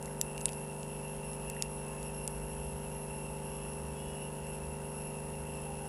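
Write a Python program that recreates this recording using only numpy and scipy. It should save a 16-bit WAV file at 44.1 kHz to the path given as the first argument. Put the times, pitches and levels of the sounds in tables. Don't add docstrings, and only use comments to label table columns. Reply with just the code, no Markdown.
import sys
import numpy as np
from scipy import signal
from scipy.fft import rfft, irfft
from scipy.io import wavfile
from scipy.ndimage import uniform_filter1d

SR = 44100
rng = np.random.default_rng(int(sys.argv[2]) if len(sys.argv) > 2 else 0)


def log_audio(samples):
    frames = np.atleast_2d(samples).T
    limited = np.clip(frames, -1, 1)
    pcm = np.round(limited * 32767).astype(np.int16)
    wavfile.write(sys.argv[1], SR, pcm)


def nominal_scale(level):
    x = np.asarray(level, float) / 20
    return 10 ** x


N = 259308

SHAFT_HZ = 24.9322
# (multiple of the shaft speed, level [dB])
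SHAFT_ORDERS = [(5, -71.4), (6, -46.3), (7, -62.2), (8, -55.0), (9, -53.2), (10, -59.1), (11, -69.0),
                (12, -71.7), (14, -65.4), (15, -67.6), (16, -50.4), (17, -67.8), (18, -57.8), (19, -71.5),
                (20, -54.7), (21, -68.7), (22, -53.8), (26, -60.4), (27, -69.3), (28, -67.3), (30, -63.3),
                (32, -70.1), (34, -58.0), (35, -68.2), (36, -58.0), (37, -71.1), (38, -57.9), (40, -72.3),
                (42, -66.6)]

# (time [s], pitch [Hz], level [dB])
LOW_DRONE = [(0, 51.7, -54), (.7, 52, -56), (1.5, 52.7, -52), (2.7, 53.5, -48), (3.25, 53, -56),
             (3.4, 54, -55), (3.55, 54, -46), (3.8, 52, -57), (4.05, 51, -53), (4.3, 49.5, -57),
             (4.6, 50.5, -53), (4.8, 51, -60), (5.05, 50, -52), (5.5, 49, -61), (5.88, 49, -59)]
HIGH_DRONE = [(0, 68, -62), (1.2, 64, -65), (1.8, 61.7, -56), (2.15, 64, -60), (2.73, 67.4, -47.5),
              (3, 67.5, -56), (3.3, 68, -53), (3.55, 68.7, -59), (3.85, 69.2, -49), (4.3, 69.5, -57),
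              (4.7, 70, -50), (5, 69.5, -57), (5.55, 69.4, -49.5), (5.88, 69.5, -53)]
# (time [s], length [s], pitch [Hz], level [dB])
FAR_TONES = [(3.08, .16, 868, -56), (3.28, .2, 872, -58), (2.9, .14, 880, -61), (5.64, .13, 808, -54),
             (5.78, .16, 808, -54), (3.93, .4, 2912, -62), (3.92, .26, 3340, -69), (3.35, .45, 2900, -71),
             (3.45, .3, 3320, -74), (4.08, .14, 650, -59), (.2, .25, 352, -60), (4.09, .12, 710, -61),
             (3.45, .25, 1160, -68), (1.83, .15, 1050, -63), (5.65, .3, 650, -62), (4.3, .25, 2900, -70)]

# (frequency [Hz], density [dB per Hz])
AIR_COLOUR = [(25, 7), (38, 8.5), (75, 3.5), (105, -2), (300, -1), (550, -4), (900, -5), (1500, -9.5),
              (2200, -15.5), (4500, -26), (9500, -17), (11500, -18), (12500, -29), (15500, -35.5)]
AIR_DB = -50.5

# (partial, carrier [dB], side lines [dB])
NEAR_WING = [(1, -8, -27), (2, -21, -27), (3, -20, -26), (4, 0, -14)]
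# (partial, carrier [dB], side lines [dB])
FAR_WING = [(1, -7, -26), (2, -19, -26), (3, -12, -24), (4, 0, -12)]
BEAT_HZ = 296
# (time [s], length [s], top pitch of the 4th partial [Hz], level [dB], last step against the middle [dB])
PHRASES = [(-.13, .49, 11165, -54.5, 0), (.375, .49, 11185, -54, -7), (.878, .49, 11190, -54.5, -1.5),
           (1.39, .47, 11190, -53.5, 0), (1.87, .41, 11215, -54.5, 4), (2.285, .45, 11245, -53.5, 0),
           (2.745, .54, 11250, -53.5, 0), (3.278, .53, 11220, -53, 0), (3.81, .51, 11205, -57, 4),
           (4.306, .5, 11210, -54, -3.5), (4.82, .49, 11205, -53.5, -2), (5.31, .48, 11205, -57.5, 0),
           (5.8, .5, 11215, -54, 0)]
# (start [share], length [share], part of the whole fall [share], level [dB])
STEPS = [
    (0, .25, 0, -3.5),
    (.27, .34, .58, 0),
    (.61, .38, 1, 0),
]
FALL_HZ_PER_S, GLIDE_HZ_PER_S = 410, -210
# (first time [s], length [s], top pitch [Hz], level [dB])
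NEIGHBOURS = [(.17, .46, 10790, -58), (.02, .53, 10700, -58.5)]
SWAY_HZ, SWAY_DB = 60.2, 2.5
# (centre [Hz], width [Hz], level [dB])
CHORUS_BANDS = [(2718, 237, -61.5), (3066, 680, -73), (5510, 480, -74), (7470, 780, -95),
                (10430, 790, -58.5), (11020, 450, -61.5)]
TRILL_HZ, TRILL_S, TRILL_PERIOD_S = 9400, .036, .0782

FRAME_HZ, FRAME_START, LINES_PER_FRAME = 59.945, .843, 233

# (time [s], peak [dB], fold ring [Hz], its width [Hz], hollow petal ring [dB])
SNAPS = [(0.0271, -28, 8550, 1990, -14), (0.058, -29, 7900, 2210, -18), (.21347, -9.5, 9000, 3300, -19),
         (.21401, -13, 9300, 3000, -19), (0.3792, -25, 7550, 4000, 9), (0.4077, -31, 8750, 2500, -10),
         (.4131, -25.5, 8640, 2500, -25), (.45655, -9.5, 8900, 950, -17), (.457, -28, 3100, 1100, -13),
         (0.4836, -31.5, 3440, 1200, -17), (0.491, -25, 7500, 4000, 2), (0.522, -32, 7440, 2000, -16),
         (0.5328, -29, 6500, 4500, -8), (0.8315, -28.5, 7500, 4000, 2), (1.333, -33, 7560, 4000, -3),
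         (1.434, -41, 4970, 4000, -11), (1.4998, -21.5, 9320, 2200, -21), (1.62334, -12.5, 8200, 3200, -30),
         (1.6237, -17, 5200, 1200, -30), (2.0299, -31, 7200, 2000, -25), (2.2775, -16, 9100, 1500, -12)]
# (centre [Hz], width [Hz])
PAPER_RINGS = [
    (2750, 500),
    (5000, 4000),
]
BOUNCE = 0.033
# (time [s], ring [Hz], width [Hz], peak [dB])
TAPS = [(.078, 2050, 160, -42), (1.566, 1880, 170, -38)]

TOP_HZ = 15550


def evened(x):
    return x / np.sqrt(np.mean(x ** 2) + 1e-20)


def add(mix, s, sound):
    part = mix[round(s * SR):][:len(sound)]
    part += sound[:len(part)]


def drift(n, rate_hz):
    steps = rng.standard_normal(int(n / SR * 400) + 2)
    smooth = signal.lfilter([1], [1, -np.exp(-2 * np.pi * rate_hz / 400)], steps)
    return np.interp(np.arange(n) * 400 / SR, np.arange(len(steps)), evened(smooth - smooth.mean()))


def generator():
    turns = SHAFT_HZ * np.arange(N) / SR
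    out = np.zeros(N)
    for order, db in SHAFT_ORDERS:
        out += np.sqrt(2) * nominal_scale(db) * np.cos(2 * np.pi * (order * turns + rng.random()))
    return out


def traffic():
    t = np.arange(N) / SR
    out = np.zeros(N)
    for drone in (LOW_DRONE, HIGH_DRONE):
        s, hz, level_db = np.transpose(drone)
        turns = np.cumsum(np.interp(t, s, hz) * (1 + 0.012 * drift(N, 2.5))) / SR
        level = nominal_scale(np.interp(t, s, level_db) + 2.6 * drift(N, 4.3))
        out += np.sqrt(2) * level * np.cos(2 * np.pi * turns)
    for s, length, hz, db in FAR_TONES:
        n = round(length * SR)
        turns = np.cumsum(hz * (1 + .006 * drift(n, 8.))) / SR
        level = nominal_scale(db + 2.5 + 2 * drift(n, 27)) * signal.windows.tukey(n, .5)
        add(out, s, np.sqrt(2) * level * np.cos(2 * np.pi * turns))
    return out


def air():
    frames, hz = N // 512 + 5, np.fft.rfftfreq(2048, 1 / SR)
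    real, imaginary, patches = rng.standard_normal((3, len(hz), frames))
    patches = evened(uniform_filter1d(uniform_filter1d(patches, 12, 0), 8, 1))
    f, db = np.transpose(AIR_COLOUR)
    colour_db = np.interp(np.log(hz + 1), np.log(f), db)
    spectra = (real + 1j * imaginary) * nominal_scale(colour_db[:, None] + 1.35 * patches)
    noise = signal.istft(spectra, nperseg=2048, noverlap=1536)[1][:N]
    return nominal_scale(AIR_DB) * evened(noise)


def phrase(start, length, top_hz, db, last_db):
    rows = []
    for a, b, fall, step_db in STEPS:
        s = start + a * length
        hz = top_hz - fall * FALL_HZ_PER_S * length
        if 0 <= s < N / SR:
            rows.append((s, b * length, hz, db + step_db + last_db * (fall == 1)))
    return rows


def note(length, hz, glide, db, wing, rough_db):
    t = np.arange(round(length * SR)) / SR
    turns = np.cumsum((hz + glide * t) / 4 * (1 + .0006 * drift(len(t), 30.))) / SR
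    beat = np.cos(2 * np.pi * (BEAT_HZ * hz / 11000 * t + rng.random()))
    tone = np.zeros(len(t))
    for partial, carrier_db, side_db in wing:
        tone += (nominal_scale(carrier_db) + 2 * nominal_scale(side_db) * beat) * np.cos(2 * np.pi * partial * turns)
    level = nominal_scale(db + rough_db * drift(len(t), 30.0)) * signal.windows.tukey(len(t), .35)
    return np.sqrt(2) * level * tone


def nearest_insect():
    out = np.zeros(N)
    for row in PHRASES:
        for s, length, hz, db in phrase(*row):
            add(out, s, note(length, hz, GLIDE_HZ_PER_S, db + 0.22, NEAR_WING, rough_db=1.5))
    return out


def neighbours():
    out = np.zeros(N)
    for first, period, top_hz, level_db in NEIGHBOURS:
        for k, (high, *loud) in enumerate(rng.uniform(-1, 1, (14, 4))):
            steps = phrase(first + k * period, period, top_hz + SWAY_HZ * high, level_db, 0)
            for (s, length, hz, db), u in zip(steps, loud):
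                add(out, s, note(length, hz, GLIDE_HZ_PER_S, db + SWAY_DB * u, FAR_WING, rough_db=2))
    return out


def crowd():
    out = np.zeros(N)
    for when, long, high, loud in rng.random((130, 4)):
        chirp = note(.07 + .12 * long, 10300 + 600 * high, -200, -70 + 7 * loud, FAR_WING, rough_db=2.5)
        add(out, when * N / SR, chirp)
    return out


def resonate(x, hz, width):
    turn = np.exp(2j * np.pi * hz * np.arange(len(x)) / SR)
    r = np.exp(-np.pi * width / SR)
    return 2 * (turn * signal.lfilter([1 - r], [1, -r], x / turn)).real


def chorus():
    out = np.zeros(N)
    for hz, width, db in CHORUS_BANDS:
        band = rng.standard_normal(N)
        for _ in range(3):
            band = resonate(band, hz, width)
        out += nominal_scale(db + 3.05 * drift(N, 2.3)) * evened(band)
    return out


def trill():
    cycle = ((np.arange(N) / SR - TRILL_S) / TRILL_PERIOD_S + .5) % 1 - .5
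    turns = np.cumsum(TRILL_HZ * (1 - 0.033 * cycle + 0.00204 * drift(N, 38.0))) / SR
    pulse = np.exp(-(cycle / .12) ** 2)
    return nominal_scale(-60 + 2 * drift(N, 3.)) * np.cos(2 * np.pi * turns) * pulse


def insects():
    return nearest_insect() + neighbours() + crowd() + chorus() + trill()


def low_pass(x, edge_hz, order):
    return signal.sosfilt(signal.butter(order, edge_hz, fs=SR, output="sos"), x)


def screen():
    turns = FRAME_HZ * np.arange(N) / SR - FRAME_START
    ms = ((turns + .5) % 1 - .5) * 1000 / FRAME_HZ
    end = ms - .84
    dip = .5 * (np.tanh(end / 0.021) - np.tanh((ms - .06) / 0.058))
    sag = signal.lfilter([1, -1], [1, -.988], dip)
    first_ring = np.exp(-((ms - .05) / 0.19) ** 2) * np.cos(2 * np.pi * 10.0 * (ms + 0.051))
    last_ring = np.exp(-(end / 0.047) ** 2) * np.sin(2 * np.pi * 9.4 * end)
    size = nominal_scale(1.5 * drift(N, 20.))
    whine = np.cos(2 * np.pi * LINES_PER_FRAME * turns)
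    ticks = nominal_scale(-47) * sag + size * (nominal_scale(-43.5) * first_ring + nominal_scale(-37.5) * last_ring)
    return low_pass(ticks, 10500, order=4) + nominal_scale(-80.5) * whine


def causal(db):
    log_gain = np.log(nominal_scale(np.r_[db, db[-2:0:-1]]))
    return np.fft.ifft(np.exp(np.conj(signal.hilbert(log_gain)))).real[:300]


def petals():
    out, t, f = np.zeros(N), np.arange(600) / SR, np.fft.rfftfreq(1024, 1 / SR)
    hollow, sheet = (1 / (1 + (2 * (f - hz) / width) ** 2) ** 2 for hz, width in PAPER_RINGS)
    edges = 1 / (1 + (2000 / (f + 1)) ** 6) / (1 + (f / 13000) ** 22)
    for s, peak_db, hz, width, hollow_db in SNAPS:
        kick = .1 * rng.standard_normal(len(t)) * np.exp(-t / .0012)
        kick[[0, 25]] += 1, BOUNCE
        fold = 1 / (1 + ((f - hz) / width) ** 2) ** 2
        power = (fold + nominal_scale(-41) * sheet + nominal_scale(2 * hollow_db + 11.5) * hollow) * edges
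        snap = np.convolve(kick, causal(10 * np.log10(power + 1e-9)))
        add(out, s, nominal_scale(peak_db) * snap / abs(snap).max())
    for s, hz, width, db in TAPS:
        add(out, s, nominal_scale(db) * np.exp(-np.pi * width * t) * np.sin(2 * np.pi * hz * t))
    return out


def room(x):
    t = np.arange(SR // 5) / SR
    tail = rng.standard_normal(len(t)) * nominal_scale(-60 * t / 0.067) * (t > .004)
    return signal.fftconvolve(x, tail / np.linalg.norm(tail))[:N]


def scene():
    snaps = petals()
    tail = nominal_scale(-24) * room(snaps)
    steady = rfft(generator() + traffic() + air() + insects() + screen() + tail)
    steady[round(TOP_HZ * N / SR):] = 0
    hz = np.arange(len(steady)) * SR / N
    steady /= 1 + (33 / (hz + 1)) ** 4
    return (irfft(steady, N) + snaps)[None]


def top_cut(x):
    return signal.sosfilt(signal.butter(12, 16480, fs=SR, output="sos"), x)


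def record(dry):
    rise = np.minimum(0.81 + np.arange(N) / SR / 0.055, 1)
    return top_cut(dry * rise)


dry = scene()
out = record(dry)
log_audio(out)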